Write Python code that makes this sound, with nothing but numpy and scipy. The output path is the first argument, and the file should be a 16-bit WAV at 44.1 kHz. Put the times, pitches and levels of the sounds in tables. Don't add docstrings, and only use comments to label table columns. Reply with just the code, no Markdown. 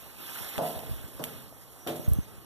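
import sys
import numpy as np
from scipy import signal
from scipy.fft import rfft, irfft
from scipy.io import wavfile
from scipy.ndimage import uniform_filter1d

SR = 44100
rng = np.random.default_rng(int(sys.argv[2]) if len(sys.argv) > 2 else 0)


def master_out(mix):
    frames = np.transpose(np.atleast_2d(mix))
    ceiling = np.clip(frames, -1, 1)
    pcm = np.round(ceiling * 32767).astype(np.int16)
    wavfile.write(sys.argv[1], SR, pcm)


N = 108045
PORT_LAG_S = .000425


def amp(db):
    return 10 ** (np.asarray(db) / 20)


def unit(x):
    return x / np.sqrt(np.mean(x ** 2) + 1e-20)


def curve_at(points, hz):
    f, value = np.transpose(points)
    return np.interp(np.log(hz + 1), np.log(f + 1), value)


def add(mix, onset, sound):
    part = mix[:, round(onset * SR):][:, :sound.shape[-1]]
    part += sound[..., :part.shape[1]]


def pulse(db):
    log_gain = np.log(amp(np.maximum(db, -100)))
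    mirrored = np.r_[log_gain, log_gain[-2:0:-1]]
    return np.fft.ifft(np.exp(np.conj(signal.hilbert(mirrored)))).real[:4096]


def noise(spectrum, coherence, lag=0, size=512, patch_db=2, flutter_db=1):
    hop = size // 4
    hz, frames = np.fft.rfftfreq(size, 1 / SR), N // hop + 5
    a, b, c, d, patches = rng.standard_normal((5, frames, len(hz)))
    patches = unit(uniform_filter1d(uniform_filter1d(patches, size=14, axis=0), size=8, axis=1))
    flutter = unit(uniform_filter1d(rng.standard_normal(frames), size=3))[:, None]
    shared = np.clip(curve_at(coherence, hz), -1, 1)
    right, independent = a + 1j * b, c + 1j * d
    left = (shared * right + np.sqrt(1 - shared ** 2) * independent) * np.exp(-2j * np.pi * hz * lag)
    spectra = np.array([left, right]) * amp(curve_at(spectrum, hz) + patch_db * patches + flutter_db * flutter)
    return unit(signal.istft(spectra.swapaxes(1, 2), nperseg=size, noverlap=size - hop)[1][:, :N])


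# f/Hz, relative level/dB
AIR_SPECTRUM = [(25, -21), (60, 2.5), (140, 2.5), (300, -2.5), (600, -6.5), (1300, -8), (2200, -55),
                (15000, -63)]
HISS_SPECTRUM = [(300, -10), (1000, 2), (2000, 3), (3500, -1), (5000, -2), (7300, -3), (9500, -1),
                 (12000, 4), (14200, -1), (14700, -40)]
# f/Hz, coherence (clipped to +-1; -1 is antiphase)
AIR_COHERENCE = [(50, -0.85), (170, -0.88), (350, 0.46), (700, 0.88), (1400, 0.88)]
HISS_COHERENCE = [(100, 0.015), (600, -1.1), (1200, -2.54), (2300, -1.26), (4700, -1.55), (8000, -0.34),
                  (14000, 0.12)]

def ambience():
    murmur = amp(-53) * noise(AIR_SPECTRUM, AIR_COHERENCE, size=2048)
    hiss = amp(-56) * noise(HISS_SPECTRUM, HISS_COHERENCE, PORT_LAG_S)
    return murmur + hiss


# t/s, duration/s, f/Hz, level/dB
FAR_CHIRPS = [(1.781, 0.095, 5810, -57), (1.995, 0.028, 5800, -56), (2.032, 0.04, 6410, -55),
              (2.144, 0.055, 6200, -58.5), (2.21, 0.041, 6100, -56.5)]

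def chirps(arch_depth=0.0254, waver_depth=0.022):
    out = np.zeros((2, N))
    for onset, duration, hz, db in FAR_CHIRPS:
        arch = np.sin(np.pi * np.arange(0, duration, 1 / SR) / duration)
        waver = unit(uniform_filter1d(rng.standard_normal(SR // 4), size=150))[:len(arch)]
        pitch = hz * (1 + arch_depth * (arch - 1) + waver_depth * waver)
        add(out, onset, amp(db) * arch * np.sin(2 * np.pi * np.cumsum(pitch) / SR))
    return out


# t/s, level/dB, standard deviation/s
AIR_PUFFS = [(0.069, -44, 0.00062), (0.41, -33.5, 0.00054), (0.419, -33, 0.00088), (0.5785, -22, 0.00093),
             (0.589, -28, 0.0005), (0.765, -26, 0.0019), (0.893, -30, 0.0017), (0.913, -22, 0.0016),
             (.951, -32, 0.0041), (1.043, -29, 0.0016), (1.149, -32, 0.0025), (1.483, -44, 0.0015),
             (1.997, -24, 0.00057), (2.081, -9, 0.0015), (2.117, -7, 0.0021), (2.164, -22, 0.0016),
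             (2.188, -12, 0.00097), (2.381, -36, 0.0015)]
# t/s, level/dB, half-width at 1/e of the peak/s
AIR_EDDIES = [(0.926, -41, 0.094), (1.3, -50, 0.15), (2.13, -32, 0.061)]
# f/Hz, relative level/dB
EDDY_SPECTRUM = [(25, -30), (38, -16), (55, 2), (110, -4.5), (200, -21), (400, -20), (1500, -57)]

def buffets(low_cut_hz=48.6, right_gain=-1.243):
    t = np.arange(N) / SR
    puffs = sum(amp(db) * np.exp(-.5 * ((t - peak) / width) ** 2) for peak, db, width in AIR_PUFFS)
    puffs = signal.sosfilt(signal.butter(5, low_cut_hz, btype="high", fs=SR, output="sos"), puffs)
    swirl = sum(amp(db) * np.exp(-((t - peak) / width) ** 2) for peak, db, width in AIR_EDDIES)
    pressure = puffs + swirl * noise(EDDY_SPECTRUM, AIR_COHERENCE, size=2048)[0]
    return np.array([np.interp(t - PORT_LAG_S, t, pressure), right_gain * pressure])


# t/s, treble level/dB, midrange level/dB
SWISH_ENVELOPE = [(0, -52, -57.5), (.15, -53.5, -54), (.23, -47, -48), (.4, -40.5, -43), (.56, -44.5, -43),
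                  (.61, -47.5, -48), (.68, -39.5, -44), (.74, -46.5, -48), (.96, -50.5, -52),
                  (1.14, -54, -57), (1.28, -48, -48.5), (1.44, -56, -56), (1.511, -61, -80),
                  (1.84, -58, -62.5), (1.97, -49.5, -53.5), (2.09, -51.5, -55), (2.19, -55, -57),
                  (2.45, -81, -64)]
# f/Hz, relative level/dB
TREBLE_SPECTRUM = [(1000, -35), (3000, -9), (5000, -9), (7300, -10.5), (9500, -6), (11000, -1.5),
                   (12200, 1), (13300, -2.5), (14200, -4), (14700, -42)]
MIDRANGE_SPECTRUM = [(80, -15), (230, -2), (400, -2), (650, 0), (1300, -1), (2000, -1.5), (2700, 0),
                     (3600, -3), (5000, -13), (8000, -24), (15000, -40)]

def clothing():
    times, treble_db, mid_db = np.transpose(SWISH_ENVELOPE)
    t = np.arange(N) / SR
    treble = amp(np.interp(t, times, treble_db)) * noise(TREBLE_SPECTRUM, HISS_COHERENCE, PORT_LAG_S)
    midrange = amp(np.interp(t, times, mid_db)) * noise(MIDRANGE_SPECTRUM, HISS_COHERENCE, PORT_LAG_S)
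    return treble + midrange


def decay(t, t60):
    return np.exp(-np.log(1000) * t / t60)


# f/Hz, T60/s
TUNNEL_DECAY = [(60, 1.9), (150, 2.8), (300, 1.36), (700, 0.88), (1500, 0.27), (4000, 0.053),
                (14000, 0.082)]

def reverberation(t60=TUNNEL_DECAY, side_db=-5):
    hz, t, bands = signal.stft(rng.standard_normal((2, SR)), SR, nperseg=256)
    bands = bands * decay(t, curve_at(t60, hz)[:, None])
    spectrum = rfft(signal.istft(bands, SR, nperseg=256)[1][:, :SR])
    whitened = spectrum / np.sqrt(uniform_filter1d(abs(spectrum) ** 2, size=160, axis=1))
    mid, side = irfft(whitened)[:, :SR - SR // 10]
    return np.array([mid + amp(side_db) * side, mid - amp(side_db) * side])


# t/s, level/dB, f/Hz
STONE_KNOCKS = [(0.753, -34, 830), (0.792, -31, 750), (0.835, -32.5, 800), (1.27, -35, 650),
                (1.5257, -36.5, 660), (1.566, -43, 477)]

def stones(t60_s=0.013, room_db=-8.5):
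    out, t = np.zeros((2, N)), np.arange(SR // 10) / SR
    for onset, db, hz in STONE_KNOCKS:
        add(out, onset, amp(db) * decay(t, t60_s) * np.sin(2 * np.pi * hz * t))
    return out + amp(room_db) * signal.fftconvolve(out, reverberation(), axes=1)[:, :N]


# t/s, level/dB, time constant/s, tilt/(dB per octave), first snap re cluster/dB
GRIT_CRACKS = [(0.58, -4.5, 0.002, -5.5, -5), (0.7917, -12.5, 0.0005, 1.5, -0.5),
               (1.2396, 1, 0.0009, -1.5, -1), (1.2412, -4.5, 0.014, 4.5, -7), (1.8722, -0.5, 0.02, -2, -26),
               (1.886, -3, 0.059, -2, -13), (1.958, -11.5, 0.016, 2.5, -20), (2.085, -17, 0.016, 11.5, -15),
               (2.135, -11, 0.00053, 9.5, 16), (2.135, -25, 0.00052, -3, 8)]
# f/Hz, relative level/dB
SNAP_SPECTRUM = [(100, -16), (700, -11.5), (1800, -5.5), (3300, 0.5), (5000, -11.5), (7500, -8.5),
                 (10000, -8), (12500, 0), (14400, -19), (15500, -41)]

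def grit(scatter=.6, spread_db=3, room_db=-17):
    out, hz = np.zeros((2, N)), np.fft.rfftfreq(8192, 1 / SR)
    t = np.arange(SR // 10) / SR
    for onset, db, tau, tilt_db, snap_db in GRIT_CRACKS:
        shared, strength, independent = rng.standard_normal((3, len(t)))
        ports = np.array([scatter * independent - shared, shared])
        snaps = ports * amp(spread_db * strength) * np.exp(-t / tau)
        snaps[:, 0] = amp(snap_db) * np.linalg.norm(snaps, axis=1) * [1, -1]
        snaps /= np.linalg.norm(snaps, axis=1, keepdims=True)
        click = pulse(curve_at(SNAP_SPECTRUM, hz) + tilt_db * np.log2((hz + 200) / 6000))
        left, right = amp(db) * signal.fftconvolve(snaps, click[None])
        add(out[:1], onset + PORT_LAG_S, left)
        add(out[1:], onset, right)
    return out + amp(room_db) * signal.fftconvolve(out, reverberation(side_db=0), axes=1)[:, :N]


# f/Hz, relative level at the first impact/dB, at the last/dB, T60/s
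NORMAL_MODES = [(112, -13, -17, 3.8), (133.6, -8, -14.5, 2.2), (156.3, 1, -3, 0.8), (248, -4, 3.5, 0.81),
                (334.3, -6, 4.5, 0.45), (439.5, -2.5, -6, 0.75), (459, 2, -0.5, 0.48),
                (545.7, 4.5, -11, 0.38), (602, -13, -1.5, 0.65), (637.8, 0, -13, 0.67), (680, 0, -23, 0.28),
                (710.3, 1, 3, 0.35), (852, 1.5, -6, 0.67), (944, -3, -7, 0.65), (1030, 2, -21, 0.89),
                (1320, 1.5, -8, 0.82)]

def tunnel_ring(t, walked):
    ring = np.zeros(len(t))
    for hz, first_db, last_db, t60 in NORMAL_MODES:
        excitation = amp(first_db + walked * (last_db - first_db))
        ring += excitation * decay(t, t60) * np.sin(2 * np.pi * (hz * t + rng.random()))
    return ring / np.linalg.norm(ring)


# t/s, relative level/dB, hollow peak f/Hz, its half-width/Hz, its lift/dB,
# bass lift/dB, reverberation level/dB, modal level/dB
IMPACTS = [(0.586, -4.5, 760, 270, 11.5, -2.5, -5, -16), (0.617, -9, 700, 150, 12.5, 4, -4, -12.5),
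           (1.195, -6.5, 484, 197, 3, 1.5, -7, -18.5), (1.865, -9, 720, 193, 7.5, 1, -5.5, -12.5),
           (1.884, -8, 460, 300, 7, -3.5, -7.5, -15), (1.904, -15.5, 336, 200, 7.5, -1.5, -2, -16.5)]
# f/Hz, relative level/dB
THUD_SPECTRUM = [(40, -31), (100, -4.5), (160, -2), (330, -2), (600, -1.5), (1000, -7.5), (1500, -14),
                 (2200, -43), (5000, -26.5), (15000, -52)]

def footsteps(gain_db=17.5, direct_db=-14, early_db=-5, early_t60_s=0.19):
    out, hz = np.zeros((2, N)), np.fft.rfftfreq(8192, 1 / SR)
    first, last = IMPACTS[0][0], IMPACTS[-1][0]
    for onset, db, hollow_hz, width_hz, lift_db, bass_db, tail_db, ring_db in IMPACTS:
        hollow = lift_db / (1 + ((hz - hollow_hz) / width_hz) ** 2)
        bass = bass_db / (1 + (hz / 300) ** 4)
        thud = pulse(curve_at(THUD_SPECTRUM, hz) + hollow + bass)
        tail = reverberation()
        ring = tunnel_ring(np.arange(tail.shape[1]) / SR, walked=(onset - first) / (last - first))
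        near_walls = reverberation([(1, early_t60_s)])
        response = amp(tail_db) * tail + amp(ring_db) * ring + amp(early_db) * near_walls
        response[:, 0] += amp(direct_db)
        add(out, onset, amp(db + gain_db) * signal.fftconvolve(response, thud[None]))
    return out


def scene():
    return footsteps() + grit() + stones() + clothing() + buffets() + chirps() + ambience()


# f/Hz, left minus right level/dB
SIDE_BALANCE = [(60, 0.5), (700, -1), (2000, -2.5), (5000, -1), (8000, -3.5), (14000, -7.5)]

def record(dry, cutoff_hz=15400):
    lean_db = curve_at(SIDE_BALANCE, np.fft.rfftfreq(N, 1 / SR)) / 2
    leaned = irfft(rfft(dry) * amp([lean_db, -lean_db]), N)
    low_pass = signal.firwin(301, cutoff_hz, window=("kaiser", 8), fs=SR)
    return signal.oaconvolve(leaned, low_pass[None], "same")


dry = scene()
out = record(dry)
master_out(out)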